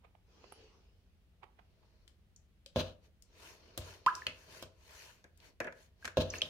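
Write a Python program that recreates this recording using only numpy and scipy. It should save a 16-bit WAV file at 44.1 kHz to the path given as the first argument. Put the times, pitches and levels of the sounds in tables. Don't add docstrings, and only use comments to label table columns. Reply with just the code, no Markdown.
import sys
import numpy as np
from scipy import signal
from scipy.fft import irfft
from scipy.io import wavfile
from scipy.ndimage import uniform_filter1d

SR = 44100
rng = np.random.default_rng(int(sys.argv[2]) if len(sys.argv) > 2 else 0)


def store_wav(level_fs):
    pcm = np.round(np.clip(np.atleast_2d(level_fs), -1, 1) * 32767)
    wavfile.write(sys.argv[1], SR, pcm.T.astype(np.int16))


N = 286209
TIME = np.arange(N) / SR


def gain(db):
    return 10 ** (np.asarray(db) / 20)


def unit_rms(x):
    return x / np.sqrt(np.mean(x ** 2) + 1e-20)


def curve(points, hz):
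    point_hz, value = np.transpose(points)
    return np.interp(np.log(hz + 1), np.log(point_hz + 1), value)


def add(mix, start_s, sound):
    part = mix[:, max(round(start_s * SR), 0):][:, :sound.shape[-1]]
    part += sound[..., :part.shape[1]]


def pan(left_db):
    return gain(np.array([[left_db], [-left_db]]) / 2)


def decay(t, t60_s):
    return np.exp(-np.log(1000) * t / max(t60_s, 1e-3))


def spectrum(points):
    return lambda hz: gain(curve(points, hz))


def resonances(peaks):
    return lambda hz: sum(gain(db) / (1 + ((hz - centre) / width) ** 2) for centre, width, db in peaks)


# (frequency [Hz], correlation [-1..1])
MIC_CORRELATION = [(60, 0.81), (400, 0.85), (700, 0.38), (1400, .25), (2800, -0.13), (6500, 0.024),
                   (16000, -0.41)]
def noise(colour, size=N):
    hz = np.fft.rfftfreq(size, 1 / SR)
    left, independent = np.exp(2j * np.pi * rng.random((2, len(hz))))
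    shared = np.clip(curve(MIC_CORRELATION, hz), -1, 1)
    right = shared * left + np.sqrt(1 - shared ** 2) * independent
    return unit_rms(irfft(np.array([left, right]) * colour(hz), size))


def burst(colour, t60_s, rise_s=0.000079, size=8192):
    envelope = decay(TIME[:size], t60_s) * (1 - np.exp(-(TIME[:size] / rise_s) ** 2))
    return unit_rms(noise(colour, size) * envelope) * np.sqrt(np.mean(envelope ** 2))


def ring(modes, contact_ms, size=30000):
    t, out = TIME[:size], np.zeros(size)
    for k, (hz, db, t60_s) in enumerate(modes):
        amplitude = (-1) ** k * gain(db) / np.hypot(1, hz * contact_ms / 1000)
        out += amplitude * np.sin(2 * np.pi * hz * t) * decay(t, t60_s)
    return out


def swells(rows, edge=2):
    t = TIME[::16]
    bells = sum(gain(db) * np.exp(-abs(2 * (t - s) / width_s) ** edge / 2) for s, db, width_s in rows)
    return np.interp(TIME, t, bells)


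def grain(depth_db, samples):
    wander = unit_rms(uniform_filter1d(rng.standard_normal(N), samples))
    return unit_rms(gain(depth_db * wander))


def drift(x, depth_db, bins, frames):
    spectra = signal.stft(x, nperseg=512)[2]
    patches = uniform_filter1d(rng.standard_normal(spectra.shape[1:]), bins, axis=0)
    patches = unit_rms(uniform_filter1d(patches, frames, axis=1))
    return unit_rms(signal.istft(spectra * gain(depth_db * patches))[1][:, :N])


# (frequency [Hz], level [dB])
RUMBLE_SPECTRUM = [(15, -14), (30, -1.5), (55, 2.5), (85, -0.5), (125, -12), (190, -11.5), (260, -20.5),
                   (550, -27), (1000, -33), (3000, -32.5), (7500, -44), (15500, -43)]
def rumble(level_db=-65.5):
    return gain(level_db) * noise(spectrum(RUMBLE_SPECTRUM))


# (time [s], level [dB], width [s])
FINGER_TAPS = [(0.05, -62, 0.013), (.153, -62, 0.0025), (0.443, -54, 0.0035), (0.524, -49.5, 0.0023),
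               (1.4335, -51, 0.0039), (1.4414, -52.5, .004), (1.594, -57.5, 0.0072), (1.837, -75.5, 0.015)]
# (frequency [Hz], level [dB])
TAP_SPECTRUM = [(100, -38), (270, -32), (420, 2.5), (600, -7.5), (800, 6), (1200, -3), (1700, -10.5),
                (2400, -5), (3300, -15), (5000, -29.5), (12000, -43)]
def taps(pan_db=-8, rub_db=-17):
    rubs = [(s, db + rub_db, 5 * width_s) for s, db, width_s in FINGER_TAPS]
    return (swells(FINGER_TAPS) + swells(rubs)) * noise(spectrum(TAP_SPECTRUM)) * pan(pan_db)


# (frequency [Hz], level [dB])
RUSTLE_SPECTRUM = [(100, 2), (200, 1.5), (280, 1.5), (450, 11.5), (600, 1.5), (800, -1), (1400, -5),
                   (1900, -9.5), (2900, -1.5), (3800, -9.5), (4700, -1.5), (6500, -11), (7600, -23),
                   (12000, -41)]
def rustle(start_s=0.24, rise_s=0.18, hold_s=0.2, t60_s=1.25, level_db=-62.5, pan_db=0.5):
    t = TIME - start_s
    envelope = np.clip(t / rise_s, 0, 1) * decay(np.maximum(t - rise_s - hold_s, 0), t60_s)
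    friction = drift(noise(spectrum(RUSTLE_SPECTRUM)), depth_db=3, bins=5, frames=16)
    return gain(level_db) * envelope * friction * pan(pan_db)


# (time [s], level [dB], centre [Hz], width [octaves], left-right [dB])
SHARP_TICKS = [(.523, -47.5, 10140, 0.26, -7.5), (2.0782, -50, 3700, 1.9, 5), (2.362, -50, 6300, 0.51, 6),
               (2.6612, -41.5, 3500, 1.36, 4), (3.2231, -50, 6260, 1.4, 6), (3.7764, -30.5, 9870, 3.1, 4.5),
               (4.0624, -24.5, 1990, 1.3, 3.5), (4.152, -33.5, 5500, 0.7, 1.5),
               (4.2676, -23, 2460, 0.86, 3.5), (4.6248, -42, 6020, 2.4, -7), (5.375, -56.5, 7400, 2, 6),
               (5.402, -53.5, 3300, 1.15, 0), (6.418, -21.5, 3500, 0.61, -2.5)]
def ticks(t60_s=0.018, trim_db=-2):
    out = np.zeros((2, N))
    for s, db, centre_hz, octaves, pan_db in SHARP_TICKS:
        band = lambda hz: 1 / (1 + (2 * np.log2((hz + 1) / centre_hz) / octaves) ** 2) ** 1.03
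        add(out, s, gain(db + trim_db) * pan(pan_db) * burst(band, t60_s))
    return out


def wall_echo(x, echo_db=-5, t60_s=0.011):
    echoes = rng.standard_normal((2, 1024)) * decay(TIME[:1024], t60_s)
    echoes /= np.linalg.norm(echoes[0])
    return x + gain(echo_db) * signal.fftconvolve(x, echoes, axes=1)[:, :N]


# (time [s], bristle level [dB], width [s], paint level [dB])
SWEEPS = [(1.884, -95, 0.26, -78.5), (3.055, -74.5, 0.037, -75), (3.469, -58.5, 0.13, -64.5),
          (3.671, -78, 0.076, -67.5), (3.887, -58, 0.12, -60.5), (4.19, -63.5, 0.13, -64.5),
          (4.403, -65.5, 0.1, -75), (4.568, -56.5, 0.11, -62.5), (4.997, -57.5, 0.2, -70.5),
          (5.459, -65, 0.066, -68), (5.814, -67, 0.087, -77.5), (6.065, -63, 0.068, -70),
          (6.361, -53, 0.046, -52.5), (6.483, -61.5, 0.088, -61)]
# (frequency [Hz], level [dB])
HISS_SPECTRUM = [(400, -18.5), (620, 7.5), (750, -3.5), (950, 3), (1150, -1.5), (1700, 5.5), (2000, 2.5),
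                 (2700, 4.5), (3600, 1.5), (5000, -1.5), (6700, 1), (7400, -7), (12000, -11),
                 (15700, -28.5)]
# (frequency [Hz], level [dB])
DRAG_SPECTRUM = [(400, -16), (900, 4.5), (1800, 1), (2900, 5), (4200, 4), (5600, 2), (6800, -6),
                 (8000, -27), (12000, -33)]
# (frequency [Hz], level [dB])
CHURN_SPECTRUM = [(45, -12.5), (75, 8.5), (110, 2.5), (150, -4), (230, -7), (310, -1), (420, 3), (520, 0.5),
                  (565, -7), (630, 3.5), (760, -11.5), (1400, -19.5), (3000, -51.5)]
def stirring(drag_db=-3, flick_db=-13, flick_hz=12500, ripple_db=-89, lead_s=0.005, lag_s=0.005,
             edge=2.06):
    press = swells([(s, db, width_s) for s, db, width_s, _ in SWEEPS], edge)
    drag = swells([(s - lead_s, db, 1.5 * width_s) for s, _, width_s, db in SWEEPS], edge)
    flow = swells([(s + lag_s, db, 1.39 * width_s) for s, _, width_s, db in SWEEPS], edge)
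    flow += gain(ripple_db)
    hair_flicks = gain(flick_db) * grain(3.2, samples=30) * noise(resonances([(flick_hz, 3500, 0)]))
    scrape = grain(1.6, samples=90) * drift(noise(spectrum(HISS_SPECTRUM)), 2, bins=7, frames=9)
    fizz = grain(1.2, samples=400) * drift(noise(spectrum(DRAG_SPECTRUM)), 2, bins=5, frames=16)
    churn = flow * grain(1.3, samples=900) * noise(spectrum(CHURN_SPECTRUM))
    hiss = press * (scrape + hair_flicks) + gain(drag_db) * drag * fizz
    return wall_echo(hiss) * pan(3.5) + churn * pan(-1.9)


# (time [s], peak [dB], start pitch [Hz], glide [octaves], t60 [s])
SMALL_BUBBLES = [(2.662, -55, 525, 0.4, 0.079), (4.2201, -36.5, 1810, -0.21, 0.02),
                 (4.2667, -26.5, 2904, 0.39, 0.018), (4.2676, -29, 4410, -0.15, 0.016),
                 (6.026, -49.5, 1585, 0.3, 0.074), (6.077, -29, 1520, 0.31, 0.013),
                 (6.3026, -29.5, 5760, 0.73, 0.0066), (6.307, -34.5, 5200, 0.47, 0.011),
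                 (6.338, -31, 2340, .1, 0.0075), (6.354, -38, 2760, -0.43, 0.042),
                 (6.3836, -36.5, 6450, .05, 0.018), (6.409, -40, 2500, 0.7, 0.028),
                 (6.4194, -17.5, 2960, 0.45, 0.0092)]
def bubbles(rise_s=0.00048, size=4000):
    t, out = TIME[:size], np.zeros((2, N))
    leads_s = rng.uniform(45e-6, 50e-6, len(SMALL_BUBBLES))
    for (s, db, hz, octaves, t60_s), lead_s in zip(SMALL_BUBBLES, leads_s):
        pitch_hz = hz * 2 ** (octaves * np.minimum(t / t60_s, 1))
        cycles = np.cumsum(pitch_hz) / SR + np.array([[0], [lead_s * hz]])
        envelope = decay(t, t60_s) * (1 - np.exp(-(t / rise_s) ** 2))
        add(out, s, gain(db) * envelope / envelope.max() * np.sin(2 * np.pi * cycles))
    return out


# (time [s], blow [dB], contact [ms], crack [dB], bench [dB], bulge [dB], skid [dB])
WALL_KNOCKS = [(2.7605, -25, 0.32, -33, -32.5, -26, -34.5), (3.7766, -44, 0.61, -36.5, -40, -57, -54),
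               (4.2674, -45.5, 0.27, -54, -55.5, -54, -64.5),
               (4.626, -50.5, 0.46, -39.5, -51.5, -65, -75.5), (6.0463, -56, 0.35, -49, -53.5, -66, -63),
               (6.171, -20, 1, -27, -29.5, -38, -36.5), (6.42, -43, .3, -43, -61, -58, -60)]
# (frequency [Hz], level [dB], t60 [s])
BIN_MODES = [(137.6, -17.5, .22), (156, -16.5, 0.26), (181, -12.5, .17), (216, -14, 0.22),
             (228, -12.5, 0.13), (250, -13, 0.17), (301, -16, 0.45), (369, -14, .14), (423, -10.5, 0.065),
             (501.4, -4.5, 0.092), (519.8, -3, 0.13), (606.4, -6.5, 0.17), (650, -8, 0.16),
             (1062, -20.5, 0.16), (1640, -19.5, 0.16), (3457, -6.5, .04)]
# (frequency [Hz], level [dB], t60 [s])
BENCH_MODES = [(53.6, -9, 0.51), (69.5, 0.5, 0.26), (92, -3, 0.52), (123, -9, 0.24)]
# (frequency [Hz], level [dB])
CRACK_SPECTRUM = [(200, 0.5), (700, 1.5), (1650, -5.5), (2000, -18), (2600, -1.5), (3400, -1), (4100, -0.5),
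                  (4900, -10), (6500, -13), (7600, -24.5), (16000, -25)]
def knocks(flex_hz=540, flex_db=3, flex_t60_s=0.024, crack_t60_s=0.03, rebound_s=0.0093, rebound_db=-6,
           bulge_hz=225, bulge_t60_s=0.05, bench_rise_s=0.01):
    out = np.zeros((2, N))
    for s, blow_db, contact_ms, crack_db, bench_db, bulge_db, _ in WALL_KNOCKS:
        flex = -gain(blow_db) * ring([(flex_hz, flex_db, flex_t60_s)], contact_ms)
        crack = gain(crack_db) * pan(2) * burst(spectrum(CRACK_SPECTRUM), crack_t60_s)
        bulge = -ring([(bulge_hz, bulge_db, bulge_t60_s)], contact_ms)
        bin_ring = -gain(blow_db) * ring(BIN_MODES, contact_ms)
        bench = gain(bench_db) * ring(BENCH_MODES, contact_ms)
        bench *= 1 - np.exp(-TIME[:len(bench)] / bench_rise_s)
        for sound in (flex, crack, bulge, bin_ring, bench):
            add(out, s, sound)
        for sound in (flex, crack):
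            add(out, s + rebound_s, gain(rebound_db) * sound)
    return out


# (delay [s], relative level [dB], width [s])
SKID_PHASES = [(0.012, -8, .016), (.042, -0.5, .022), (.093, -18.5, .08)]
def skids(slip_db=2.5, pan_db=3):
    force = swells([(s + delay_s, skid_db + db, width_s)
                    for s, *_, skid_db in WALL_KNOCKS for delay_s, db, width_s in SKID_PHASES])
    return force * grain(slip_db, samples=70) * noise(spectrum(CRACK_SPECTRUM)) * pan(pan_db)


# (time [s], pitch [Hz], level [dB])
PLOP_PATH = [(4.064, 1040, -57), (4.064, 1045, -23), (4.07, 1006, -15.5), (4.075, 1226, -21.5),
             (4.084, 1413, -24), (4.087, 1644, -25.5), (4.097, 1640, -41.5), (4.108, 1780, -62)]
# (frequency [Hz], level [dB], t60 [s])
AIR_MODES = [(1020, 8.5, .35), (1205, -4.5, .25), (1354, -7, .22), (1660, 0, 0.33)]
def plop(echo_s=0.0058, echo_db=-11, air_db=-69, pan_db=-1.4):
    s, hz, db = np.transpose(PLOP_PATH)
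    t, out = np.arange(s[0], s[-1], 1 / SR), np.zeros((2, N))
    cycles = np.cumsum(np.interp(t, s, hz)) / SR
    tone = gain(np.interp(t, s, db)) * np.sin(2 * np.pi * cycles)
    add(out, s[0], tone)
    add(out, s[0] + echo_s, gain(echo_db) * tone)
    add(out, s[0], gain(air_db) * signal.fftconvolve(tone, ring(AIR_MODES, contact_ms=0)))
    return out * pan(pan_db)


# (time [s], slap [dB], gulp [dB], spray [dB], slap rise [s], slap t60 [s])
PAINT_SLOPS = [(5.2414, -58, -60, -56.5, 0.00074, 0.12), (5.6023, -32.5, -34, -38, 0.00095, 0.079),
               (5.644, -37, -33, -50.5, 0.0057, 0.072), (5.669, -31.5, -36, -53.5, 0.0054, 0.066),
               (5.724, -48, -76, -56.5, .001, 0.035), (6.046, -40, -54.5, -43, 0.00087, 0.1),
               (6.0534, -52, -64, -32.5, 0.00093, .03), (6.0771, -40, -47.5, -40.5, .001, 0.05),
               (6.339, -36, -46, -62, 0.00093, 0.036)]
# (frequency [Hz], half-width [Hz], level [dB])
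SLAP_PEAKS = [(1010, 100, -5.5), (1660, 140, 6.5), (2330, 236, -4.5)]
# (frequency [Hz], half-width [Hz], level [dB])
GULP_PEAKS = [(363, 320, -4.5), (540, 47, 2), (620, 126, -5)]
def slops(spray_t60_s=0.026, pan_db=1):
    out = np.zeros((2, N))
    for s, slap_db, gulp_db, spray_db, rise_s, t60_s in PAINT_SLOPS:
        add(out, s, gain(slap_db) * burst(resonances(SLAP_PEAKS), t60_s, rise_s))
        add(out, s, gain(gulp_db) * burst(resonances(GULP_PEAKS), 1.31 * t60_s, 2 * rise_s))
        add(out, s, gain(spray_db) * burst(spectrum(HISS_SPECTRUM), spray_t60_s))
    return out * pan(pan_db)


# (frequency [Hz], t60 [s])
ROOM_DECAY = [(100, .35), (500, 0.43), (1100, 0.34), (3500, 0.24), (7000, 0.25), (15000, 0.081)]
def room(x, wet_db=-10, build_s=0.0025, size=26000):
    hz, t, spectra = signal.stft(noise(np.ones_like, size), SR, nperseg=256)
    fade = gain(-60 * t / curve(ROOM_DECAY, hz)[:, None])
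    tail = signal.istft(spectra * fade, SR, nperseg=256)[1]
    tail *= 1 - np.exp(-TIME[:tail.shape[1]] / build_s)
    tail /= np.linalg.norm(tail[0])
    return gain(wet_db) * signal.fftconvolve(x, tail, axes=1)[:, :N]


def scene():
    # (source, room send [dB])
    sources = [(knocks() + skids(), -2), (slops() + bubbles(), -2),
               (ticks(), 2), (plop(), -2.5), (taps(), -3)]
    direct = sum(sound for sound, _ in sources)
    send = sum(gain(send_db) * sound for sound, send_db in sources)
    return direct + room(send) + stirring() + rustle() + rumble()


def record(dry, low_cut_hz=42, high_cut_hz=15900):
    highpass = signal.butter(2, low_cut_hz, "high", fs=SR, output="sos")
    lowpass = signal.firwin(401, high_cut_hz, window=("kaiser", 8), fs=SR)
    return signal.oaconvolve(signal.sosfilt(highpass, dry), lowpass[None], "same")


dry = scene()
out = record(dry)
store_wav(out)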